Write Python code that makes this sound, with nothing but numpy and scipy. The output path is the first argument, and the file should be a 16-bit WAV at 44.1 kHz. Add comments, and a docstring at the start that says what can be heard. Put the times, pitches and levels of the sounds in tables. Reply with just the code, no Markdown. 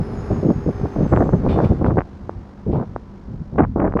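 """An open lot, one microphone in the wind, a forklift standing further off with its mast raised.
Oil whistles through the hydraulic valve while the engine runs fast, the mast's chain and rails
clank in two bouts, and the engine sinks to a quiet idle. Up close and loudest, gusts hit the
microphone: a low heave of pressure under a flutter of eddies, with a few lone pops."""
import sys
import numpy as np
from scipy import signal
from scipy.fft import rfft, irfft, next_fast_len
from scipy.io import wavfile
from scipy.ndimage import uniform_filter1d, minimum_filter1d, map_coordinates

SR = 44100
rng = np.random.default_rng(int(sys.argv[2]) if len(sys.argv) > 2 else 0)


def unload_wav(signal):
    """Save mono or channel-first audio to the path in sys.argv[1] as 16-bit WAV at rate SR, clipped to [-1, 1]."""
    wavfile.write(
        sys.argv[1],
        SR,
        np.round(np.clip(np.atleast_2d(signal).T, -1, 1) * 32767).astype(np.int16),
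    )


N = 176400

# light air on the microphone between gusts (time [s], level [dB])
BREEZE_LEVEL = [(0, -32), (.9, -32.5), (1.3, -23.5), (1.95, -25), (2.08, -38.5), (2.4, -34.5), (2.52, -53),
                (2.72, -33.5), (3.05, -39), (3.45, -33), (4, -23)]
# its rumble (frequency [Hz], relative level [dB])
BREEZE_SPECTRUM = [(15, -13.5), (40, 9.5), (80, 7.5), (160, 0), (300, -12), (600, -27.5), (1500, -76.5),
                   (3000, -100)]
# engine shaft (time [s], speed [turns/s])
SHAFT_SPEED = [(0, 28.8), (.4, 28.9), (.9, 28.4), (1.5, 27.6), (2.08, 25.5), (2.4, 24.8), (3.2, 25),
               (4, 24.8)]
# engine under load (time [s], level [dB])
LOAD_LEVEL = [(0, -34.5), (.35, -32.5), (.62, -36), (1.05, -33), (1.35, -37.5), (1.65, -31.5), (1.9, -44.5),
              (2.05, -52), (2.4, -69.5), (4, -86.5)]
# engine at idle as heard, briefly turned down by the recorder's gain control after the hardest gust
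# (time [s], level [dB])
IDLE_LEVEL = [(0, -47), (2, -41), (2.5, -42), (3.55, -44), (3.65, -46.5), (4, -44)]
# fan and exhaust under load (frequency [Hz], relative level [dB])
LOAD_SPECTRUM = [(35, -24), (70, -4.5), (170, -8), (400, -8), (620, -17.5), (850, -19), (1350, -21.5),
                 (2300, -33.5), (3200, -42), (5000, -43), (6800, -49.5), (8000, -58), (11000, -62.5),
                 (15500, -76)]
# fan and exhaust at idle (frequency [Hz], relative level [dB])
IDLE_SPECTRUM = [(35, -14), (70, -3.5), (135, -7.5), (215, -3), (350, -11), (620, -18.5), (950, -18.5),
                 (1600, -27.5), (2000, -32), (2600, -38), (3600, -40.5), (5200, -42), (6600, -47),
                 (8000, -56), (15500, -71)]
# engine tones (multiple of shaft speed [ratio], gain under load [dB], gain at idle [dB])
SHAFT_TONES = [(1.95, -16.5, -9), (3.724, -8, -12.5), (7.94, -17, -1.5), (13.96, -2.5, -9.5),
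               (22.85, -25, -19), (26.5, -14, -35), (29.9, -16, -25.5), (39.8, -30, -20.5)]
# hydraulic whistles (start [s], end [s], first pitch [Hz], last pitch [Hz], level [dB])
VALVE_WHISTLES = [(-.05, .48, 5140, 5190, -63), (.44, .93, 5190, 5140, -65), (.88, 1.33, 5080, 4780, -69),
                  (.13, .66, 6760, 6620, -63), (.6, .93, 6550, 6230, -66), (.89, 1.41, 6360, 6280, -64),
                  (1.04, 1.39, 7720, 7330, -69), (-.05, .46, 10180, 10400, -73),
                  (.4, .8, 10300, 10200, -78), (.75, 1.35, 9760, 9400, -80), (.3, .84, 13450, 12800, -83),
                  (.82, 1.36, 12450, 12700, -83)]
# knocks in the mast (time [s], level [dB], rise [s], rattle t60 [s], ring gain [dB])
MAST_CLANKS = [(1.486, -41, 0.0022, 0.25, 5.5), (1.51, -36.5, 0.0067, .16, -2),
               (1.641, -34.5, 0.0031, 0.074, -10), (1.855, -46.5, 0.0041, 0.176, -10),
               (2.709, -45, 0.027, .25, -10), (2.755, -46, .015, .09, -9.5)]
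# rattle of chain and rails (frequency [Hz], relative level [dB])
RATTLE_SPECTRUM = [(200, -8), (900, -20), (1500, -5.5), (2400, -1), (3100, -7), (4900, -15.5), (6500, -29),
                   (10000, -34.5), (15000, -51)]
# ringing mast steel (frequency [Hz], relative level [dB], t60 [s])
STEEL_MODES = [(1480, -10, .25), (2283, -13, .25), (2428, -8, .25), (2950, -14, .3), (3394, -19, .25),
               (3536, -14, .55), (3569, -18, .5), (3721, -19, .3), (4242, -22, .4), (5050, -23, .1),
               (8242, -36, .35)]
# lone eddies at the microphone (time [s], peak [dB], bandwidth [Hz])
EDDY_POPS = [(.316, -11.5, 680), (.504, -10, 915), (.691, -10.5, 700), (.858, -11, 800), (1.137, -3, 1100),
             (1.163, -13.5, 2000), (1.174, -2.5, 1200), (1.213, -2.5, 400), (1.722, -10, 500),
             (1.348, -9, 400), (1.908, -11.5, 1200), (1.603, -5.5, 1090), (1.2921, -5.5, 930),
             (1.465, -4.5, 800), (1.8457, -9, 1470), (1.989, -4.5, 1450), (2.007, -11.5, 1600),
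             (2.018, -15, 1460), (2.295, -9, 1010), (2.835, -23, 990), (2.963, -8.5, 1065),
             (3.56, -19.5, 880), (3.585, -12, 1790), (3.5875, -6.5, 1450), (3.595, -10.5, 1700),
             (3.607, -10.5, 1460), (3.650, -13, 1220), (3.802, -10.5, 1590), (3.877, -16, 1440),
             (3.924, -16, 1400), (3.939, -11.5, 1140), (3.973, -11, 1480)]
# gusts on the microphone; the flutter's spectrum falls by 1/e over the reach
# (start [s], length [s], heave before trim [dB], flutter before trim [dB], reach [Hz])
MIC_GUSTS = [(0, 0.017, -15, -26.5, 260), (0.082, 0.17, -31.5, -35, 276), (0.303, 0.027, -17, -13.5, 216),
             (0.346, 0.064, -26, -28, 249), (0.427, 0.047, -47.5, -14, 210),
             (0.484, 0.031, -29, -10.5, 230), (0.557, 0.037, -20.5, -46, 169),
             (0.661, 0.043, -19.5, -16.5, 215), (0.794, 0.032, -23.5, -30, 270),
             (0.833, 0.03, -21.5, -20.5, 310), (0.956, 0.068, -31, -21, 300),
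             (0.988, 0.08, -17, -20.5, 270), (1.074, 0.048, -26, -35, 233), (1.116, 0.033, -13, -13.5, 505),
             (1.161, 0.067, -16.5, -15.5, 454), (1.221, 0.089, -23, -21.5, 330),
             (1.325, 0.027, -11, -16.5, 450), (1.36, 0.067, -30.5, -22.5, 170),
             (1.433, 0.05, -21.5, -18, 360), (1.492, 0.08, -19, -20.5, 400), (1.569, 0.065, -25, -16, 426),
             (1.631, 0.04, -14, -18.5, 350), (1.698, 0.035, -15, -20.5, 330),
             (1.729, 0.075, -24.5, -26.5, 170), (1.812, 0.016, -16, -14.5, 331),
             (1.842, 0.03, -19.5, -15, 416), (1.869, 0.055, -17, -18.5, 403),
             (1.918, 0.045, -23.5, -20.5, 240), (1.97, 0.023, -16.5, -13, 510),
             (2.664, 0.054, -25.5, -18, 195), (2.73, 0.06, -20.5, -18, 328),
             (2.79, 0.045, -34.5, -22.5, 410), (2.86, 0.13, -34.5, -49, 340),
             (3.28, 0.073, -28.5, -39, 195), (3.397, 0.026, -25, -45, 180), (3.524, 0.11, -26.5, -31, 270),
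             (3.581, 0.035, -36, -9, 430), (3.618, 0.029, -13.5, -20.5, 593), (3.65, 0.09, -25, -54, 230),
             (3.758, 0.04, -25.5, -18, 380), (3.795, 0.093, -27, -15.5, 491), (3.89, 0.029, -38, -32, 420),
             (3.954, 0.015, -52.5, -11.5, 366), (3.988, 0.027, -26.5, -18.5, 700)]
# a gust's low heave (frequency [Hz], relative level [dB])
HEAVE_SPECTRUM = [(15, -27), (30, -14), (60, 0.5), (100, 1.5), (150, 2), (240, -5.5), (400, -32),
                  (900, -76), (2000, -150)]


def amp(db):
    return 10 ** (np.asarray(db) / 20)


def unit_rms(x):
    return x / np.sqrt(np.mean(x ** 2) + 1e-20)


def curve(rows):
    """(time, value) points as one value per sample."""
    return np.interp(np.arange(N) / SR, *np.transpose(rows))


def wobble(rate, size=N):
    """A smooth random curve, rate knots a second."""
    knots = rng.standard_normal(int(size * rate / SR) + 4)
    return map_coordinates(knots, [np.arange(size) * rate / SR])


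def filtered(x, response):
    """x with its spectrum scaled by response(hz)."""
    size = next_fast_len(len(x) + 4096)
    return irfft(rfft(x, size) * response(np.fft.rfftfreq(size, 1 / SR)), size)[:len(x)]


def noise(spectrum, size=N):
    """Noise of rms 1, shaped by (frequency [Hz], level [dB]) points."""
    points_hz, db = np.transpose(spectrum)
    response = lambda hz: amp(np.interp(np.log(hz + 1), np.log(points_hz), db))
    return unit_rms(filtered(rng.standard_normal(size), response))


def high_pass(hz, edge_hz):
    """Gain of a second-order low cut."""
    return hz ** 2 / np.hypot(hz ** 2, edge_hz ** 2)


def add(track, start_s, x):
    """Mix x into the track."""
    i = round(start_s * SR)
    part = x[max(-i, 0):max(N - i, 0)]
    track[max(i, 0):][:len(part)] += part


def breeze(lumpy_db=3):
    """Light air rumbles unevenly on the microphone."""
    rumble = noise(BREEZE_SPECTRUM) * amp(lumpy_db * wobble(25))
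    return amp(curve(BREEZE_LEVEL)) * unit_rms(rumble)


def engine(throb=.19, unsteady=.004):
    """Out on the lot, fan and exhaust noise throb twice a turn, under tones locked to the shaft."""
    turns = np.cumsum(curve(SHAFT_SPEED) * (1 + unsteady * wobble(20))) / SR
    load, idle = amp(curve(LOAD_LEVEL)), amp(curve(IDLE_LEVEL))
    firing = 1 + throb * np.cos(2 * np.pi * 2 * turns)
    rush = load * noise(LOAD_SPECTRUM) + idle * noise(IDLE_SPECTRUM)
    out = firing * rush * amp(.52 * wobble(30))
    for multiple, load_db, idle_db in SHAFT_TONES:
        level = (load * amp(load_db) + idle * amp(idle_db)) * amp(2.5 * wobble(8))
        out += level * np.sin(2 * np.pi * (multiple * turns + rng.random()))
    return out


def hydraulics(drift=.004, jitter=.006, fade_s=.045, side_db=-8, side_drop=.022):
    """Oil squeezed through the valve whistles in thin, gliding tones, each with a weaker one below."""
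    out, t = np.zeros(N), np.arange(N) / SR
    for start, end, first_hz, last_hz, db in VALVE_WHISTLES:
        glide_hz = np.interp(t, [start, end], [first_hz, last_hz])
        waver = 1 + drift * wobble(10) + jitter * wobble(500)
        phase = 2 * np.pi * np.cumsum(glide_hz * waver) / SR
        gate = np.clip(np.minimum(t - start, end - t) / fade_s, 0, 1)
        flicker_db = 3 * wobble(40)
        main_tone = amp(flicker_db) * np.sin(phase)
        side_tone = amp(side_db - flicker_db) * np.sin(phase * (1 - side_drop))
        out += gate * amp(db) * (main_tone + side_tone)
    return out


def mast(blur_rad=.9):
    """Chain and rails knock together: a short rattle and a blurred ring of loose steel."""
    out, t = np.zeros(N), np.arange(SR) / SR
    for start, db, rise_s, rattle_t60, ring_db in MAST_CLANKS:
        rattle = noise(RATTLE_SPECTRUM, len(t)) * amp(-60 * t / rattle_t60)
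        ring = np.zeros(len(t))
        for hz, mode_db, t60 in STEEL_MODES:
            decay = amp(mode_db + rng.normal(0, 2) - 60 * t / t60)
            ring += decay * np.sin(2 * np.pi * hz * t + blur_rad * wobble(90, len(t)))
        attack = 1 - np.exp(-t / rise_s)
        add(out, start, amp(db) * attack * (rattle + amp(ring_db) * ring))
    return out


def pops(low_cut_hz=260):
    """A lone eddy sucks at the microphone's port for about a millisecond."""
    out, spike = np.zeros(N), signal.unit_impulse(SR // 10, "mid")
    for time, db, width_hz in EDDY_POPS:
        pop = filtered(spike, lambda hz: np.exp(-(hz / width_hz) ** 2) * high_pass(hz, low_cut_hz))
        add(out, time - len(spike) / SR / 2, -amp(db) * pop / pop.max())
    return out


def eddy_flutter(envelope, reach_hz, eddies_per_s=3000, scatter_db=2.5, crackle_db=7, crackle_hz=510):
    """Eddies swarm over the microphone; the small, bright ones come in crackling clumps."""
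    size = len(envelope)
    arrivals = rng.random(size) < eddies_per_s / SR
    polarity = np.sign(rng.standard_normal(size))
    eddies = envelope * arrivals * polarity * amp(scatter_db * rng.standard_normal(size))
    clumps = eddies * amp(crackle_db * np.minimum(wobble(220, size), 1))
    top_hz = 4.35 * reach_hz  # the smallest eddies
    colour = lambda hz: np.exp(-hz / reach_hz) * high_pass(hz, 164) / np.sqrt(1 + (hz / top_hz) ** 10)
    small_share = lambda hz: 1 / (1 + (crackle_hz / (hz + 1)) ** 4)
    large = filtered(unit_rms(eddies), lambda hz: colour(hz) * (1 - small_share(hz)))
    small = filtered(unit_rms(clumps), lambda hz: colour(hz) * small_share(hz))
    return unit_rms(large + small)


def gusts(attack_s=.0046, release_s=.0093, flutter_trim_db=-1, heave_trim_db=-.5):
    """Each gust hits the microphone with a slow heave of pressure and a swarm of eddies."""
    out, lead_s = np.zeros(N), .03
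    t = np.arange(SR // 4) / SR - lead_s
    for start, length, heave_db, flutter_db, reach_hz in MIC_GUSTS:
        attack = np.clip(t / attack_s + .5, 0, 1)
        release = np.exp(-np.maximum(t - length + release_s / 2, 0) / release_s)
        envelope = attack * release
        flutter = eddy_flutter(envelope, reach_hz)
        heave = unit_rms(noise(HEAVE_SPECTRUM, len(t)) * uniform_filter1d(envelope, size=400))
        gust = amp(flutter_db + flutter_trim_db) * flutter + amp(heave_db + heave_trim_db) * heave
        length_gain = np.sqrt(length * SR / len(t))  # sets the rms over the gust's own length
        add(out, start - lead_s, length_gain * gust)
    return out


def scene():
    """The forklift and the wind meet at one microphone."""
    return (breeze() + engine() + hydraulics() + mast() + pops() + gusts())[None]


def record(dry, top_hz=15700):
    """A limiter pulls the strongest peaks down to about full scale; nothing passes above top_hz."""
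    needed_gain = minimum_filter1d(1 / np.maximum(np.abs(dry[0]), 1), size=600)
    window = np.hanning(601)
    smooth_gain = 1 + signal.fftconvolve(needed_gain - 1, window / window.sum(), "same")
    return filtered(dry[0] * smooth_gain, lambda hz: hz < top_hz)[None]


dry = scene()
out = record(dry)
unload_wav(out)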